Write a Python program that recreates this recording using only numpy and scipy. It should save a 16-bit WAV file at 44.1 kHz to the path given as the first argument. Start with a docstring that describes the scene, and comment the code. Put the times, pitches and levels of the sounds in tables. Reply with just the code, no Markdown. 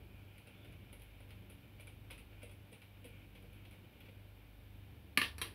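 """A room with a stone worktop: fingers turn a small screwdriver in a thin plastic panel on a cutting mat. Each
regrip ticks (noise burst), creaks and thuds (struck modes); rubbing is noise with one gliding squeak. The
driver drops on the worktop, bounces and rattles (modes and noise); then something drier clacks on the worktop.
An appliance hums (beating and wavering sines) and rumbles (noise); a small microphone adds hiss and colour."""
import sys
import numpy as np
from scipy import signal
from scipy.fft import rfft, irfft, next_fast_len
from scipy.io import wavfile

SR = 44100
rng = np.random.default_rng(int(sys.argv[2]) if len(sys.argv) > 2 else 0)


def to_wav(s):
    """Save 16-bit WAV."""
    ch = np.atleast_2d(s).T  # columns
    pcm = np.round(np.clip(ch, -1, 1) * 32767)  # PCM
    wavfile.write(sys.argv[1], SR, pcm.astype(np.int16))


def how_loud(loudness_db):
    """Turn decibels into a plain amplitude multiplier (0 dB gives 1, 20 dB gives 10)."""
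    steps = np.asarray(loudness_db, float) / 20
    return 10 ** steps


N = 244578

# driver modes: f/Hz, level/dB, t60/s
DRIVER_MODES = [(160, -7, 0.065), (261, 9, 0.11), (350, 2, 0.035), (452, -4, 0.045), (1037, -13.5, 0.047),
                (1165, 1, 0.055), (1770, 5, 0.02), (1857, 5, 0.023), (1996, -2.5, 0.031), (2380, 4, 0.017),
                (2560, -16, 0.018), (2700, -4.5, 0.037), (3000, 7, 0.0071), (3270, -4, 0.018),
                (3970, -3.5, 0.025), (4304, -2, 0.033), (9140, -2, 0.014), (11100, 8.5, 0.0078)]
# dry crack of a blow, relative density: f/Hz, level/dB
CRACK_SPECTRUM = [(500, -3.5), (1000, -8.5), (2400, 1.5), (3500, -17), (4400, -3), (5600, -15), (7000, -13),
                  (8300, -12), (10000, 1.5), (11500, -6), (13000, -11), (15500, -16)]
BLOW_CHATTER_S = 0.0013   # mean delay of a blow's after-clicks


def rms_one(x):
    """Scales to rms 1."""
    return x / np.sqrt(np.mean(x ** 2) + 1e-20)


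def in_time(rows):
    """Joins curve rows by straight lines, one value a sample."""
    s, *columns = np.transpose(rows)
    return [np.interp(np.arange(N) / SR, s, c) for c in columns]


def at_hz(points, hz):
    """Reads a table on a log-frequency axis."""
    table_hz, values = np.array(points)[:, :2].T
    return np.interp(np.log(hz), np.log(table_hz), values)


def coloured(spectrum, size=N):
    """Noise with the given spectrum, rms 1."""
    pad = next_fast_len(size)
    hz = np.maximum(np.arange(pad // 2 + 1) * SR / pad, 1)
    shaped = rfft(rng.standard_normal(pad)) * how_loud(at_hz(spectrum, hz))
    return rms_one(irfft(shaped, pad)[:size])


def lowpass_noise(cutoff_hz, shape):
    """Slow random wander: white noise through a second-order lowpass."""
    sos = signal.butter(2, cutoff_hz, fs=SR, output="sos")
    return signal.sosfilt(sos, rng.standard_normal(shape))


def ring(x, hz, t60_s):
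    """Two-pole resonator: a unit click sets a sine of height 1 ringing."""
    r = how_loud(-60 / (t60_s * SR))
    w = 2 * np.pi * hz / SR
    return signal.lfilter([0, np.sin(w)], [1, -2 * r * np.cos(w), r * r], x + 1e-18)


def chatter(mean_delay_s, draw, first, count=12):
    """A contact is a first click and a few uneven, fading after-clicks; energy 1."""
    clicks = np.zeros(int(.03 * SR))
    when = np.minimum(draw[:count] * mean_delay_s * 2, .029) * SR
    heights = (draw[count:] - .5) * 2 * np.exp(-draw[:count])
    np.add.at(clicks, when.astype(int), heights)
    clicks[0] += first
    return clicks / np.sqrt(np.sum(clicks ** 2))


def strike(clicks, modes, spread_db):
    """One contact rings every mode with a strength of its own; peak 1."""
    x = np.concatenate([clicks, np.zeros(int(.15 * SR))])
    luck = rng.normal(0, 1, len(modes))
    sound = 0
    for k, (hz, db, t60_s) in enumerate(modes):
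        sound = sound + (-1) ** k * how_loud(db + spread_db * luck[k]) * ring(x, hz, t60_s)
    return sound / np.max(np.abs(sound))


def grit(spectrum, fade_s, rise_s, snap=0):
    """Countless tiny fast-dying modes: coloured noise swells and fades, with optional snap; height about 1."""
    t = np.arange(int(.08 * SR)) / SR
    fade = np.exp(-t / fade_s) + snap * np.exp(-t / 0.002)
    shape = fade * (1 - np.exp(-t / rise_s))
    sound = coloured(spectrum, size=len(t)) * shape
    return sound * np.sqrt(np.sum(shape ** 2) / np.sum(sound ** 2)) / 2


def add(out, at, sound):
    """Mixes a sound in at a sample."""
    out[at:at + len(sound)] += sound[:N - at]


def regrips():
    """The bit slips in the screw head: the steel scrapes, the panel creaks, the mat thuds."""
    # regrips: t/s, steel level/dB, panel level/dB, mat level/dB, steel tick f/Hz
    ticks = [(0.38, -62.5, -56, -62.5, 10100), (0.471, -62.5, -56.5, -55, 10200),
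             (0.6461, -66, -58, -56.5, 10900), (0.7228, -68, -59, -69, 10900),
             (0.9282, -55, -55, -50, 10720), (0.996, -65, -59.5, -70, 10400),
             (1.019, -58, -59.5, -71, 11100), (1.2035, -66, -59, -54.5, 10200),
             (1.289, -68, -61, -66, 11600), (1.305, -65, -53, -68, 10700), (1.4988, -57, -58.5, -56, 10500),
             (1.797, -65, -53, -56, 10600), (1.8055, -58, -58, -71, 10200),
             (1.871, -57.5, -52.5, -58, 9920), (2.102, -72, -49.5, -63, 9500),
             (2.1074, -53.5, -45.5, -50.5, 10600), (2.178, -59, -53, -73, 10000),
             (2.193, -67, -60, -65, 11200), (2.419, -68, -56, -78, 10100),
             (2.4301, -54.5, -53, -45.5, 9840), (2.494, -68, -59.5, -64, 9050),
             (2.513, -63, -60, -65, 10100), (2.7186, -67, -60, -54.5, 9490),
             (2.728, -58.5, -53, -51.5, 9600), (2.818, -66, -54.5, -68, 10600),
             (3.043, -59.5, -54.5, -49.5, 9400), (3.0553, -58.5, -57, -49.5, 11100),
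             (3.3513, -70, -54.5, -55.5, 10300), (3.424, -68, -63, -58, 11100),
             (3.441, -76, -73, -55.5, 12000), (3.529, -66, -63, -72, 11100), (3.65, -70, -55, -69, 10700),
             (3.7099, -65, -59, -81, 10200), (3.726, -67, -62, -64, 10900), (4.004, -65, -54.5, -72, 12260),
             (4.0559, -76, -57, -65, 12550), (4.085, -78, -58, -53, 12000)]
    # panel modes under the screw: f/Hz, level/dB, t60/s
    panel_modes = [(1490, -5, 0.028), (1940, -10, 0.0067), (2040, -0.5, 0.011), (2326, 2, 0.028),
                   (2640, 6, 0.0081), (3320, -6, 0.041), (3700, -21, 0.031), (4300, -14.5, 0.012),
                   (4930, -8, 0.0096)]
    # mat modes under the screw: f/Hz, level/dB, t60/s
    mat_modes = [(265.6, -2, 0.056), (415, -5.5, 0.04), (476.5, -0.5, 0.056), (565, 5, 0.018),
                 (725, -5, 0.0054)]
    # panel creak, relative density: f/Hz, level/dB
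    creak_spectrum = [(300, -25), (900, -4), (1500, -12.5), (2000, -2.5), (2400, 7), (3300, -2), (4000, -7),
                      (5200, -19), (7000, -20)]
    slip_chatter_s, scrape_fade_s, creak_fade_s = 0.0062, 0.021, 0.028
    creak_re_panel_db = -0.5
    out = np.zeros(N)
    draws = rng.random((len(ticks), 24))
    for (s, steel_db, panel_db, mat_db, hz), draw in zip(ticks, draws):
        at = round(s * SR)
        clicks = chatter(slip_chatter_s, draw, first=0.76)
        steel = [(0.45 * hz, -30), (0.79 * hz, -16), (0.9 * hz, 0),
                 (1.12 * hz, -1), (1.15 * hz, -10), (1.2 * hz, -14)]
        creak = grit(creak_spectrum, creak_fade_s, rise_s=0.0013)
        add(out, at, how_loud(steel_db) * grit(steel, scrape_fade_s, rise_s=0.0003, snap=1.66))
        add(out, at, how_loud(panel_db) * strike(clicks, panel_modes, spread_db=2.5))
        add(out, at, how_loud(panel_db + creak_re_panel_db) * creak)
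        add(out, at, how_loud(mat_db) * strike(clicks, mat_modes, spread_db=2.0))
    return out


def drops():
    """Each blow weighs ring, clack, clank and treble in its own way; the thud goes with the ring."""
    # blows on the worktop: t/s, level/dB, then balance: ring/dB, clank/dB, treble/dB
    blows = [(5.174, -15.5, -8, -3, -12), (5.1788, -28, 1, -28, 0), (5.1847, -32, 1, -26, -1),
             (5.2153, -21, -7.5, -12, -14)]
    middle_db, thud_db, crack_db = -6.5, -9, -0.5
    middle = [m for m in DRIVER_MODES if 600 < m[0] < 1300]
    low = [m for m in DRIVER_MODES if m[0] < 600]
    out = np.zeros(N)
    draws = rng.random((len(blows), 24))
    for (s, db, ring_db, clank_db, treble_db), draw in zip(blows, draws):
        tilt = [(700, ring_db), (1300, ring_db), (1600, 0), (3300, 0),
                (3800, clank_db), (6000, clank_db), (8000, treble_db)]
        at = round(s * SR)
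        clicks = chatter(BLOW_CHATTER_S, draw, first=3.3)
        upper = [(f, d + at_hz(tilt, f), t) for f, d, t in DRIVER_MODES if f > 1300]
        crack = [(f, d + at_hz(tilt, f)) for f, d in CRACK_SPECTRUM]
        add(out, at, how_loud(db) * strike(clicks, upper, spread_db=-0.6))
        add(out, at, how_loud(db + ring_db + middle_db) * strike(clicks, middle, spread_db=1.5))
        add(out, at, how_loud(db + ring_db + thud_db) * strike(clicks, low, spread_db=1.0))
        add(out, at, how_loud(db + crack_db) * grit(crack, 3.5 * BLOW_CHATTER_S, rise_s=0.00048))
    return out


def rattling():
    """After a blow the driver rattles on: it sets in, sags while it holds, then dies quickly."""
    # rattle onsets: t/s
    starts_s = [5.18, 5.212, 5.381, 5.416, 5.45]
    # rattles, one an onset: level/dB, hold/s, upper band balance/dB
    rattles = [(-64, .03, 0), (-43, 0.046, 10), (-53.5, 0.014, -17), (-43.5, 0.006, 4.5), (-56.5, 0.092, 0)]
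    rise_s, sag_db_per_s, stop_db_per_s = 0.0041, 134, 404
    grains = (rng.random(N) < 1500 / SR) * rng.standard_normal(N)   # about 1500 contacts/s
    modes = [m for m in DRIVER_MODES if 900 < m[0] < 5000]
    ringing = rms_one(sum(how_loud(d) * ring(grains, f, t60_s) for f, d, t60_s in modes))
    scuff = coloured([(f, d - 15.0 * (f > 5000)) for f, d in CRACK_SPECTRUM])
    upper = coloured([(1900, -27), (2500, -1.0), (3200, 0.5), (4500, -9), (5500, -14.5), (6500, -24)])
    out = 0
    for s, (db, hold_s, upper_db) in zip(starts_s, rattles):
        t = np.maximum(np.arange(N) / SR - s, 0)
        sag_db = sag_db_per_s * np.minimum(t, hold_s)
        stop_db = stop_db_per_s * np.maximum(t - hold_s, 0)
        envelope = how_loud(db - sag_db - stop_db) * np.minimum(t / rise_s, 1)
        out = out + envelope * (0.44 * ringing + 0.58 * scuff + 0.45 * how_loud(upper_db) * upper)
    return out


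def clacks():
    """Something drier clacks on the worktop: a light touch, then a clack with two rebounds."""
    # contacts: t/s, level/dB, crack re level/dB
    contacts = [(5.3817, -46, 8.5), (5.4153, -27, -0.5), (5.42, -31, 1), (5.4287, -44.5, 3)]
    # clack modes: f/Hz, level/dB, t60/s
    clack_modes = [(288, -8, 0.036), (485, -6.5, .04), (998, -2.5, 0.028), (1663, -4.5, .03),
                   (2160, -6, 0.022), (2370, -0.5, .03), (3190, -3, 0.03), (3940, 0.5, 0.033),
                   (4700, -11, .02), (5660, -1.5, 0.017)]
    out = np.zeros(N)
    draws = rng.random((len(contacts), 24))
    for (s, db, crack_db), draw in zip(contacts, draws):
        at = round(s * SR)
        clicks = chatter(BLOW_CHATTER_S, draw, first=3.4)
        add(out, at, how_loud(db) * strike(clicks, clack_modes, spread_db=2.0))
        add(out, at, how_loud(db + crack_db) * grit(CRACK_SPECTRUM, 0.0052, rise_s=0.00028))
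    return out


def rubbing():
    """Skin drags over the panel; once the thread binds and squeaks, a narrow band of noise gliding up."""
    # finger rubbing: t/s, level/dB
    rub_level = [(0, -72), (.45, -68.5), (.5, -66.5), (.8, -70.5), (1.6, -70), (2.15, -73), (2.32, -69),
                 (2.9, -72.5), (3.15, -67), (3.36, -71), (3.93, -71), (5.15, -75)]
    # rubbing, relative density: f/Hz, level/dB
    rub_spectrum = [(900, -35), (1400, -2), (1950, -14.5), (2200, 1), (2400, 4), (2650, -2.5), (3050, -0.5),
                    (3500, -16), (4300, -24), (6000, -31.5)]
    # thread squeak: t/s, f/Hz, level/dB
    squeak_curve = [(.52, 3350, -90), (.56, 3450, -77), (.63, 3520, -71.5), (.69, 3600, -73.5),
                    (.73, 3620, -85)]
    squeak_hz, squeak_db = in_time(squeak_curve)
    wobble = lowpass_noise(110, (2, N))
    phase = 2 * np.pi * np.cumsum(squeak_hz) / SR
    squeak = rms_one(wobble[0] * np.sin(phase) + wobble[1] * np.cos(phase))
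    patchy_db = 1.4 * rms_one(lowpass_noise(9.0, N))   # uneven pressure
    rub = how_loud(in_time(rub_level)[0] + patchy_db) * coloured(rub_spectrum)
    return rub + how_loud(squeak_db) * squeak


def appliance():
    """The rotor runs just under half mains speed, so their lines beat; others waver over a broad rumble."""
    # mains lines: multiple of mains, peak level/dB
    mains_lines = [(1, -62), (2, -57.5)]
    # rotor lines: multiple of rotor speed, peak level/dB
    rotor_lines = [(2, -63), (4, -66)]
    # rotor's third line swells and fades: t/s, rms level/dB
    third_line = [(0, -63), (.2, -64), (.47, -81), (.75, -66), (2.4, -66), (3.2, -73), (4.4, -70),
                  (5.0, -60), (5.2, -59), (5.38, -50.5), (5.47, -66), (5.55, -66)]
    # wavering lines: f/Hz, level/dB, pole width/Hz
    wavering_lines = [(120.7, -68.5, 1.3), (193.1, -70.5, 2.9), (286.6, -74.5, 2.2)]
    # rumble, relative density: f/Hz, level/dB
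    rumble_spectrum = [(13, -29), (24, -20), (38, -4.5), (102, -3), (151, -7.5), (289, -11.5), (325, -11.5),
                       (422, -16.5), (480, -20), (700, -24.5), (910, -51), (1540, -120)]
    # rumble: t/s, level/dB
    rumble_level = [(0, -58.5), (.41, -63.5), (.74, -57.5), (1.08, -64.5), (1.31, -60.5), (2.61, -61.5),
                    (2.8, -67), (3.1, -62.5), (4.05, -60), (4.32, -66), (4.7, -63), (5.55, -58.5)]
    mains_hz, rotor_hz = 50.0, 24.565
    cancel_s = 0.49   # rotor and mains lines stand opposed here
    phase = 2 * np.pi * (np.arange(N) / SR - cancel_s)   # of 1 Hz
    hum = sum(how_loud(db) * np.sin(k * mains_hz * phase) for k, db in mains_lines)
    hum = hum - sum(how_loud(db) * np.sin(k * rotor_hz * phase) for k, db in rotor_lines)
    hum = hum + np.sqrt(2) * how_loud(in_time(third_line)[0]) * np.sin(rotor_hz * phase * 3)
    for hz, db, width_hz in wavering_lines:
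        r = np.exp(-np.pi * width_hz / SR)
        noise = rng.standard_normal((2, N + SR))
        waver = signal.lfilter([1], [1, -2 * r, r * r], noise)[:, SR:]   # first second settles
        waver = 0.46 * waver / np.std(waver)
        hum = hum + how_loud(db) * ((1 + waver[0]) * np.sin(hz * phase) + waver[1] * np.cos(hz * phase))
    return hum + how_loud(in_time(rumble_level)[0]) * coloured(rumble_spectrum)


def hiss():
    """Steady microphone hiss: coloured noise."""
    # hiss, relative density: f/Hz, level/dB
    hiss_spectrum = [(290, -23.5), (500, -1.5), (561, -6), (586, 0.5), (648, -8.5), (749, -3.5),
                     (1370, -13.5), (1630, -10), (2240, -11), (3210, -11), (5100, -22.5), (7000, -31),
                     (8820, -26), (12100, -17), (15700, -20)]
    return how_loud(-68.5) * coloured(hiss_spectrum)


def microphone_port(x):
    """The sound port loses a broad band near 7 kHz."""
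    sos = signal.butter(1, [6000, 8000], "bandstop", fs=SR, output="sos")
    return 0.63 * signal.sosfilt(sos, x) + 0.34 * x


def room(x):
    """Dense echoes after a few milliseconds, each band dying at its own rate; echo energy 1."""
    # reverberation: f/Hz, t60/s
    room_t60 = [(200, 0.2), (500, 0.39), (1400, 0.2), (3700, 0.21), (10000, 0.24)]
    t = np.arange(int(.5 * SR)) / SR
    edges_hz = 100 * 2.0 ** np.arange(8.3)   # octaves
    tail = 0
    for low, high in zip(edges_hz, np.minimum(edges_hz[1:], .45 * SR)):
        sos = signal.butter(2, [low, high], "band", fs=SR, output="sos")
        band = signal.sosfilt(sos, rng.standard_normal(len(t)))
        tail = tail + band * how_loud(-60 * t / at_hz(room_t60, np.sqrt(low * high)))
    tail = tail * np.clip((t - .003) / 0.0073, 0, 1)
    return signal.fftconvolve(x, tail / np.sqrt(np.sum(tail ** 2)))[:N]


def scene():
    """Contacts ring in the room over rubbing, hum and hiss."""
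    room_db = -6.5
    contacts = microphone_port(regrips() + drops() + clacks() + rattling())
    mix = contacts + how_loud(room_db) * room(contacts) + rubbing() + appliance() + hiss()
    return mix[None]


def top_cut(x):
    """Nothing passes above the cut-off."""
    return signal.sosfilt(signal.butter(12, 16510, fs=SR, output="sos"), x)


def record(dry):
    """Filters cut the top above 15.72 kHz and the bass below 35 Hz."""
    lowpass = signal.ellip(10, .5, 60, 15720, fs=SR, output="sos")
    highpass = signal.butter(2, 35, "high", fs=SR, output="sos")
    mix = signal.sosfilt(highpass, signal.sosfilt(lowpass, dry))
    return top_cut(mix)


dry = scene()
out = record(dry)
to_wav(out)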